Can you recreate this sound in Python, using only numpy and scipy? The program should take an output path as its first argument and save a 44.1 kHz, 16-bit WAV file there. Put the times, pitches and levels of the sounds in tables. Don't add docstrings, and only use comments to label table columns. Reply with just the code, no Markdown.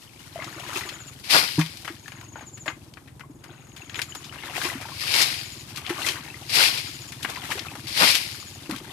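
import sys
import numpy as np
from scipy import signal
from scipy.fft import rfft, irfft, next_fast_len
from scipy.io import wavfile
from scipy.ndimage import map_coordinates

SR = 44100
rng = np.random.default_rng(int(sys.argv[2]) if len(sys.argv) > 2 else 0)


def pcm_store(signal):
    levels = np.round(np.clip(np.atleast_2d(signal), -1, 1) * 32767)
    wavfile.write(sys.argv[1], SR, levels.astype(np.int16).T)


N = 393372


def amp(db):
    return 10 ** (np.asarray(db) / 20)


def unit(x):
    return x / np.sqrt(np.mean(x ** 2) + 1e-20)


def along(points, hz):
    point_hz, values = np.transpose(points)
    return np.interp(np.log(hz + 1), np.log(point_hz), values)


def wobble(knots_per_s):
    knots = rng.standard_normal(int(N * knots_per_s / SR) + 4)
    return map_coordinates(knots, [np.arange(N) * knots_per_s / SR], order=2)


def coloured(x, spectrum):
    n = x.shape[-1]
    m = 2 * next_fast_len(n // 2 + 2048)
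    gain = amp(along(spectrum, np.fft.rfftfreq(m, 1 / SR)))
    cepstrum = irfft(np.log(gain))
    cepstrum[1:m // 2] *= 2
    cepstrum[m // 2 + 1:] = 0
    response = np.exp(rfft(cepstrum))
    return irfft(rfft(x, m) * response, m)[..., :n]


def add(track, start_s, sound):
    part = track[..., max(0, round(start_s * SR)):][..., :sound.shape[-1]]
    part += sound[..., :part.shape[-1]]


def swell(peak_s, rise_s, hold_s, fade_s):
    t = np.arange(N) / SR - peak_s
    rise = np.maximum(-t, 0) / rise_s
    fade = np.maximum(t - hold_s, 0) / fade_s
    return amp(-20 * (rise + fade))


def spread(starts, shapes, lead_ms, scatter_ms):
    lag = np.round(rng.normal(lead_ms, abs(scatter_ms), len(starts)) * SR / 1000).astype(int)
    places = starts[:, None] + np.arange(shapes.shape[1])
    return np.array([np.bincount(np.abs(places + d).ravel(), shapes.ravel(), N)[:N]
                     for d in (0, lag[:, None])])


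def droplets(per_s, size_db, lead_ms, scatter_ms):
    count = int(per_s * N / SR)
    sizes = amp(size_db * np.minimum(rng.exponential(size=count), 4))
    sizes = sizes * rng.choice([-1, 1], count)
    return unit(spread(rng.integers(0, N, count), sizes[:, None], lead_ms, scatter_ms))


def bubble(t, start_hz, t60_s, rise):
    ring = np.sin(2 * np.pi * start_hz * t * (1 + rise * t / t60_s))
    return ring * amp(-60 * t / t60_s) * (1 - np.exp(-2 * start_hz * t))


def froth(per_s, hz, octaves, cycles, size_db, lead_ms):
    count, t = int(per_s * N / SR), np.arange(SR // 70) / SR
    octave, linger = rng.standard_normal((count, 2)).T[:, :, None]
    pitch_hz = np.clip(hz * 2 ** (octaves * octave), 400, 12000)
    life_s = np.minimum(cycles / pitch_hz * 2 ** (linger / 2), 2 * t[-1])
    sizes = amp(size_db * np.minimum(rng.exponential(size=(count, 1)), 3))
    rings = sizes * bubble(t, pitch_hz, life_s, rise=0.14)
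    return unit(spread(rng.integers(0, N, count), rings, lead_ms, scatter_ms=0.19))


# f/Hz, relative level/dB
AIR_SPECTRUM = [(25, -20), (55, 12.5), (150, -1), (300, 2.5), (600, -5.5), (1000, -4.5), (2000, -20),
                (4000, -37), (8000, -15.5), (11000, -18), (15000, -30)]


def open_air():
    return amp(-56) * unit(coloured(rng.standard_normal((2, N)), AIR_SPECTRUM))


# t/s, firings per second [1/s], relative level/dB
ENGINE_FIRING = [(0, 18.6, -8.5), (.5, 19.9, 0.5), (1.1, 20.5, -2), (2.2, 20.4, -1), (3.6, 20.8, -3),
                 (5.25, 22, 1.5), (5.6, 19, -0.5), (6.4, 19, 1), (7.7, 17.4, 3), (8.4, 16.3, 0),
                 (8.92, 16, 3.5)]
# f/Hz, relative level/dB
EXHAUST_SPECTRUM = [(25, -41), (50, -22), (80, -2.5), (120, 8.5), (150, 7.5), (190, -24.5), (330, -19),
                    (500, -49), (1000, -69)]
# f/Hz, relative level/dB
CLATTER_SPECTRUM = [(40, -17), (90, 3), (170, -4.5), (340, -4), (450, -18.5), (800, -17.5), (2000, -39)]


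def engine():
    point_s, firings_per_s, level_db = np.transpose(ENGINE_FIRING)
    t = np.arange(N) / SR
    cycles = np.cumsum(np.interp(t, point_s, firings_per_s)) / SR
    firings = np.diff(np.floor(cycles), prepend=0) * amp(2.2 * wobble(12))
    thuds = unit(coloured(firings, EXHAUST_SPECTRUM))
    throb = 1 + 0.61 * np.cos(2 * np.pi * cycles)
    clatter = unit(coloured(rng.standard_normal(N) * throb, CLATTER_SPECTRUM))
    return amp(np.interp(t, point_s, level_db)) * (amp(-50) * thuds + amp(-49) * clatter)


# first long note t/s, relative level/dB, trill notes before it [count], growth per trill note [dB]
BIRD_SONGS = [(.852, -38.5, 10, .25), (2.454, -37.5, 11, .65), (3.942, -38.5, 15, 1.1),
              (5.368, -41, 11, .7), (6.858, -41, 11, .7), (8.318, -41, 11, .7)]


def bird():
    short_gap_s, lead_gap_s, long_gap_s = 0.042, 0.056, 0.0685
    short_top_hz, long_top_hz, end_hz = 7080, 7550, 6200
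    short_db = -6.5
    out = np.zeros(N)
    ending = [(k * long_gap_s, long_gap_s, long_top_hz, 0) for k in range(4)]
    for song_s, song_db, count, growth_db in BIRD_SONGS:
        trill = [(-lead_gap_s - k * short_gap_s, short_gap_s, short_top_hz, short_db - k * growth_db)
                 for k in range(count)]
        for offset_s, gap_s, top_hz, note_db in trill + ending:
            u = np.linspace(0, 1, int((0.0195 + 0.42 * gap_s) * SR))
            hz = (top_hz + (end_hz - top_hz) * u ** 1.1) * rng.normal(1, 0.004)
            note = np.sin(np.pi * u) ** 2 * np.sin(2 * np.pi * np.cumsum(hz) / SR)
            add(out, song_s + offset_s, amp(song_db + note_db + rng.normal(0, 1)) * note)
    return out


def banks(x):
    t = np.arange(SR // 6) / SR
    tail = rng.standard_normal((2, len(t))) * amp(-60 * t / 0.21) * (t > 0.003)
    tail = coloured(tail / np.linalg.norm(tail[0]), [(250, -39), (1000, 2), (5000, -2.5), (14000, 4)])
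    return signal.fftconvolve(x, tail, axes=1)[:, :N]


# t/s, relative level/dB
BOOM_BLOWS = [(1.581, -12), (1.588, -21)]
# f/Hz, relative level/dB, t60/s
BUCKET_MODES = [(160.2, 0.5, 0.18), (305, 1.5, 0.079), (371, -39, .16), (780, -31, .1), (947, -17, 0.18)]


def boom():
    out, t = np.zeros(N), np.arange(SR // 2) / SR
    ring = sum(amp(db - 60 * t / t60_s) * np.sin(2 * np.pi * hz * t) for hz, db, t60_s in BUCKET_MODES)
    onset = 1 - np.exp(-t / 0.003)
    for blow_s, blow_db in BOOM_BLOWS:
        add(out, blow_s, -amp(blow_db) * ring * onset)
    return out


# t/s, relative level/dB, starting f/Hz
AIR_POCKETS = [(.358, -23.5, 656), (.389, -27.5, 623), (.4, -28, 2070), (.465, -31.5, 316),
               (.562, -31, 314), (.695, -35, 1900), (.723, -30, 1190), (.76, -25.5, 356), (.835, -28, 1970),
               (0.853, -32, 360), (1.902, -27.5, 322), (2.059, -34, 1720), (2.231, -40, 1030),
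               (2.662, -29.5, 600), (2.681, -28.5, 302), (3.236, -38, 1056), (3.297, -32.5, 292),
               (3.362, -39, 304), (3.479, -40, 320), (3.503, -35.5, 336), (3.819, -33.5, 2630),
               (4.122, -30, 2960), (4.295, -32.5, 2897), (4.386, -32, 2760), (4.496, -35, 725),
               (4.651, -23, 344), (4.701, -22.5, 1960), (4.753, -24, 256), (4.854, -28.5, 880),
               (4.919, -31, 1040), (5.904, -16, 337), (5.977, -37, 1250), (6.018, -28, 2700),
               (6.09, -30, 382), (6.302, -30.5, 2580), (6.343, -31, 2034), (7.246, -34, 264),
               (7.372, -27.5, 998), (7.554, -27.5, 384), (7.684, -28, 2500), (7.752, -35, 820),
               (8.01, -22, 169), (8.693, -19, 305), (8.721, -22, 218.7), (8.737, -25.5, 246),
               (8.811, -31.5, 345)]


def air_pockets():
    out, t = np.zeros(N), np.arange(SR // 4) / SR
    for start_s, db, hz in AIR_POCKETS:
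        t60_s = 0.046 * (1000 / hz) ** 0.37
        add(out, start_s, amp(db) * bubble(t, hz, t60_s, rise=0.078))
    return out


# t/s, relative level/dB, cavity f/Hz, spray re cavity [dB], main t60/s
WET_SLAPS = [(0.419, -30, 1670, -20, 0.068), (0.4428, -34, 4020, -8, .056), (0.596, -39.5, 2440, 4, 0.042),
             (0.809, -28, 2100, -17, .042), (0.89, -28, 2800, -8, 0.04), (1.589, -26, 1290, -2, 0.1),
             (1.6107, -21, 2230, -8, 0.046), (1.661, -33.5, 2750, -2, .042), (1.7705, -40, 3340, 2, 0.037),
             (1.8453, -36.5, 1640, -2.5, 0.11), (1.876, -26.5, 1690, -14, 0.084),
             (2.079, -37, 1700, -5, 0.036), (2.119, -35, 1730, -9, 0.038), (2.211, -40.5, 1750, -4, 0.041),
             (2.356, -35.5, 1150, -21, .06), (2.406, -40, 1280, -13, 0.13), (2.573, -43, 1800, -3, .07),
             (2.657, -33.5, 1400, -5.5, 0.12), (2.679, -20, 1730, -30, .042), (2.698, -32, 1330, -11, .07),
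             (2.937, -42, 3370, -7, 0.034), (2.97, -38.5, 1500, -18, 0.05), (3.072, -47, 1760, -7, .12),
             (3.194, -45.5, 1400, -1, .09), (3.207, -39, 1600, -22, 0.039),
             (3.4377, -40.5, 1560, -2.5, 0.068), (3.668, -51.5, 1500, 0, .06), (3.762, -40.5, 2130, 0, .1),
             (3.8957, -33, 2660, -17, 0.026), (3.943, -32, 2800, -17, .04),
             (3.955, -29.5, 2330, -5.5, 0.047), (3.988, -26.5, 1720, -8, .08), (4.016, -25, 3030, 0.5, .05),
             (4.149, -34, 1200, 5.5, 0.05), (4.239, -38, 3570, -9, 0.14), (4.435, -30, 1390, -26, 0.032),
             (4.6152, -25.5, 2440, -19, .05), (4.6435, -25, 2070, -19, 0.11),
             (4.809, -34.5, 1520, -2.5, 0.15), (4.8845, -38.5, 1163, -6, .09),
             (5.139, -12.5, 3160, -15, .035), (5.15, -20, 4700, -15, .035), (5.212, -18, 4100, -15, .11),
             (5.341, -31, 2880, -7, 0.039), (5.758, -34, 3600, 1, 0.062), (5.772, -32.5, 2370, 3, 0.055),
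             (5.864, -27, 2580, -14, 0.037), (5.8927, -25, 1780, -5.5, 0.095), (6.062, -24, 2050, -2, .11),
             (6.086, -18.5, 3180, -14, 0.061), (6.772, -24.5, 3330, -12, 0.11),
             (7.119, -36, 2140, -1, 0.083), (7.224, -33.5, 2730, 1, 0.13), (7.247, -19.5, 1460, -14, 0.039),
             (7.2974, -41, 2020, 12.5, 0.046), (7.3575, -30.5, 2150, -9, 0.06),
             (7.511, -20.5, 1850, -27, .07), (7.5916, -25, 3170, -19.5, 0.041),
             (7.7516, -36, 1200, -3, 0.059), (8.122, -27, 3000, -16, .04), (8.144, -19.5, 2975, -1, 0.16),
             (8.695, -33.5, 940, -3, 0.062), (8.71, -30.5, 2210, 3.5, 0.031), (8.761, -35, 2360, 0.5, .045),
             (8.782, -36.5, 3290, -3, 0.037)]
# multiple of cavity pitch [1], relative level/dB
CAVITY_SPECTRUM = [(.25, -27), (.6, -8), (1, -2), (1.6, -5.5), (3.001, -22.5), (8, -48)]
# f/Hz, relative level/dB
FIZZ_SPECTRUM = [(1500, -5), (3000, 4.5), (4800, 5.5), (6500, 4), (8500, 1.5), (11000, 2), (14500, -5)]


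def slaps():
    out, t = np.zeros((2, N)), np.arange(SR // 9) / SR
    cavity_spectrum = np.array(CAVITY_SPECTRUM)
    for start_s, db, cavity_hz, spray_db, t60_s in WET_SLAPS:
        body_db = -7.5 - 16 * np.log2(cavity_hz / 1470)
        rise_s = 0.02113 * t60_s
        dying = amp(-60 * t / t60_s) + amp(-27 - 60 * t / 0.22)
        shape = dying * (1 - np.exp(-(t / rise_s) ** 2))
        ragged = amp(2.5 * np.interp(t, t[::60], rng.standard_normal(len(t[::60]))))
        ragged /= np.sqrt(np.average(ragged ** 2, weights=shape ** 2))
        core, body = rng.standard_normal((2, len(t))) * ragged
        apart, mist = rng.standard_normal((2, 2, len(t))) * ragged
        cavity = unit(coloured(core + 0.5 * apart, cavity_spectrum * [cavity_hz, 1]))
        thud = unit(coloured(body, [(120, -18.5), (350, -11), (700, -6.5), (1300, -11), (5000, -56)]))
        spray = unit(coloured(mist, FIZZ_SPECTRUM))
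        slap = cavity + amp(body_db) * thud + amp(spray_db) * spray
        add(out, start_s, amp(db - 2) * shape / shape.max() * slap)
        for wait, octave, size_db in rng.standard_normal(size=(4, 3)):
            hz = cavity_hz * 2 ** (0.382 * octave)
            spill_s = start_s + rise_s + 0.11 * t60_s * abs(wait)
            add(out, spill_s, amp(db - 2.5 + size_db) * bubble(t, hz, 24 / hz, rise=0.14))
    return out


# peak t/s, relative level/dB, 20 dB build-up [s], 20 dB fade [s]
SURGES = [(.41, -43.5, 0.15, 0.65), (.775, -34, 0.32, 0.29), (2.169, -49, 0.16, 0.25),
          (2.39, -48, 0.071, 0.1), (3.49, -50.5, 0.11, 0.37), (3.8, -48.5, 0.087, 0.11),
          (3.98, -38.5, 0.096, 0.1), (4.42, -50, 0.95, .3), (4.645, -32, 0.35, 0.25),
          (5.87, -40, 0.25, 0.39), (6.07, -31.5, 0.21, 0.28), (7.3, -38, 0.11, 0.46),
          (7.53, -33, 0.24, 0.24), (8.74, -44.5, 0.26, 0.24), (8.92, -42, 0.18, .3)]
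# t/s, relative level/dB
TRICKLE_LEVEL = [(0, -56), (1.1, -55.5), (1.85, -53.5), (2.35, -65.5), (2.85, -63), (3.4, -74),
                 (3.7, -64.5), (4.3, -54.5), (5.6, -52), (8.92, -53)]
# f/Hz, relative level/dB
CHURN_SPECTRUM = [(120, -23), (330, 8.5), (520, -5.5), (900, 1), (1500, -2.5), (2600, 1), (4800, -13),
                  (6500, -29), (14000, -43)]


def sloshing():
    surge = np.sqrt(sum((amp(db) * swell(peak_s, rise_s, 0, fade_s)) ** 2
                        for peak_s, db, rise_s, fade_s in SURGES))
    trickle = amp(np.interp(np.arange(N) / SR, *np.transpose(TRICKLE_LEVEL)))
    churn = np.hypot(surge, amp(-3) * trickle)
    surge_fizz = amp(-35.5) * (surge / amp(-32.5)) ** 1.93
    fizz = np.hypot(surge_fizz, trickle)
    folds = wobble(45)
    wash = droplets(per_s=1500, size_db=1.5, lead_ms=-0.016, scatter_ms=0.052)
    wash = unit(coloured(wash, CHURN_SPECTRUM))
    bubbles = froth(per_s=380, hz=1800, octaves=0.64, cycles=22, size_db=3.7, lead_ms=-0.03)
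    spatter = froth(per_s=240, hz=3000, octaves=0.42, cycles=34, size_db=4.5, lead_ms=-0.08)
    plops = froth(per_s=90, hz=1050, octaves=0.55, cycles=26, size_db=4, lead_ms=0)
    mist = droplets(per_s=6000, size_db=2.5, lead_ms=-0.13, scatter_ms=0.072)
    mist = unit(coloured(mist, FIZZ_SPECTRUM) * amp(2 * folds))
    water = unit((bubbles + 0.4 * plops + 0.72 * wash) * amp(2.5 * folds))
    spatter_gain = amp(-2.3) * np.sqrt(churn * fizz)
    return churn * water + spatter_gain * spatter + amp(4.5) * fizz * mist


# t/s, lead of first drops [s], first drops re spray [dB], 20 dB build-up [s],
# pour [s], spray relative level/dB, delay of main lump after landing [s], lump relative level/dB,
# lump 20 dB build-up [s], lump 20 dB fade [s]
LANDINGS = [(1.31, 0.069, -23.5, 0.019, 0.078, -17, 0.041, -16, 0.045, 0.096),
            (5.207, 0.201, -14, 0.2, 0.011, -17, 0.0046, -27.5, 0.2, 0.11),
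            (6.552, 0.057, -13, 0.051, 0.11, -17.5, 0.025, -23.5, 0.036, 0.2),
            (8.006, 0.134, -16.5, 0.092, 0.1, -17.5, 0.009, -15.5, 0.037, 0.084)]
# f/Hz, relative level/dB
LUMP_SPECTRUM = [(60, -22), (140, -6), (400, -3), (800, 3), (1400, 2.5), (2500, -3.5), (6000, -57)]
# f/Hz, relative level/dB
SPRAY_SPECTRUM = [(300, -33), (1000, -17), (1600, -7.5), (2300, 1.5), (3500, 0), (4900, 4.5), (6300, -7.5),
                  (8000, -8.5), (11000, -7), (14500, -16)]


def throws():
    pour_fade_s, runoff_fade_s = 0.09, 0.28
    heavy, spray = np.zeros((2, N))
    for (land_s, lead_s, first_db, rise_s, pour_s, spray_db,
         lump_delay_s, lump_db, lump_rise_s, lump_fade_s) in LANDINGS:
        first_drops = amp(first_db) * swell(land_s - lead_s, 0.008, lead_s, pour_fade_s)
        pour = swell(land_s, rise_s, pour_s, pour_fade_s)
        runoff = amp(-6.5) * swell(land_s, rise_s, pour_s, runoff_fade_s)
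        sheet = amp(spray_db) * np.max([first_drops, pour, runoff], axis=0)
        lump = amp(lump_db) * swell(land_s + lump_delay_s, lump_rise_s, 0, lump_fade_s)
        spray += sheet
        heavy += np.maximum(lump, amp(-15) * sheet)
    lumps = wobble(70)
    mud = droplets(per_s=2500, size_db=1.5, lead_ms=0.28, scatter_ms=0.075)
    mud = coloured(mud, LUMP_SPECTRUM)
    drops = droplets(per_s=5000, size_db=1.5, lead_ms=0.4, scatter_ms=0.07)
    drops = drops + 0.48 * rng.standard_normal((2, N))
    foam = froth(per_s=240, hz=2900, octaves=0.5, cycles=14, size_db=3.5, lead_ms=0.35)
    shatter = unit(coloured(drops, SPRAY_SPECTRUM)) + amp(-10) * foam
    strays = droplets(per_s=320, size_db=2.8, lead_ms=0.35, scatter_ms=0.15)
    strays = unit(coloured(strays, SPRAY_SPECTRUM))
    lingering = amp(-25) * np.sqrt(spray)
    impact = heavy * unit(mud * amp(1.74 * lumps))
    return impact + spray * unit(shatter * amp(0.62 * lumps)) + lingering * strays


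def scene():
    near = throws() + sloshing() + slaps() + air_pockets() + boom()
    song = amp(-2) * np.tile(bird(), (2, 1))
    echo = amp(-11) * banks(near + amp(7) * song)
    return near + song + echo + engine() + open_air()


# f/Hz, left minus right [dB]
LEFT_MINUS_RIGHT = [(60, 0), (200, 1.5), (500, 2), (1200, 5), (1800, 11.5), (2500, 16), (4300, 14.5),
                    (5300, 11.5), (6400, 6), (9500, -2.5), (15000, -3)]


def record(dry):
    low_hz, top_hz = 42, 14750
    m = next_fast_len(N + SR // 4)
    hz = np.fft.rfftfreq(m, 1 / SR)
    ratio = amp(along(LEFT_MINUS_RIGHT, hz))
    gains = np.array([ratio, np.ones_like(hz)]) * 2 / (1 + ratio)
    thinned = signal.sosfilt(signal.butter(2, low_hz, "high", fs=SR, output="sos"), dry)
    return irfft(rfft(thinned, m) * gains * (hz < top_hz), m)[:, :N]


dry = scene()
out = record(dry)
pcm_store(out)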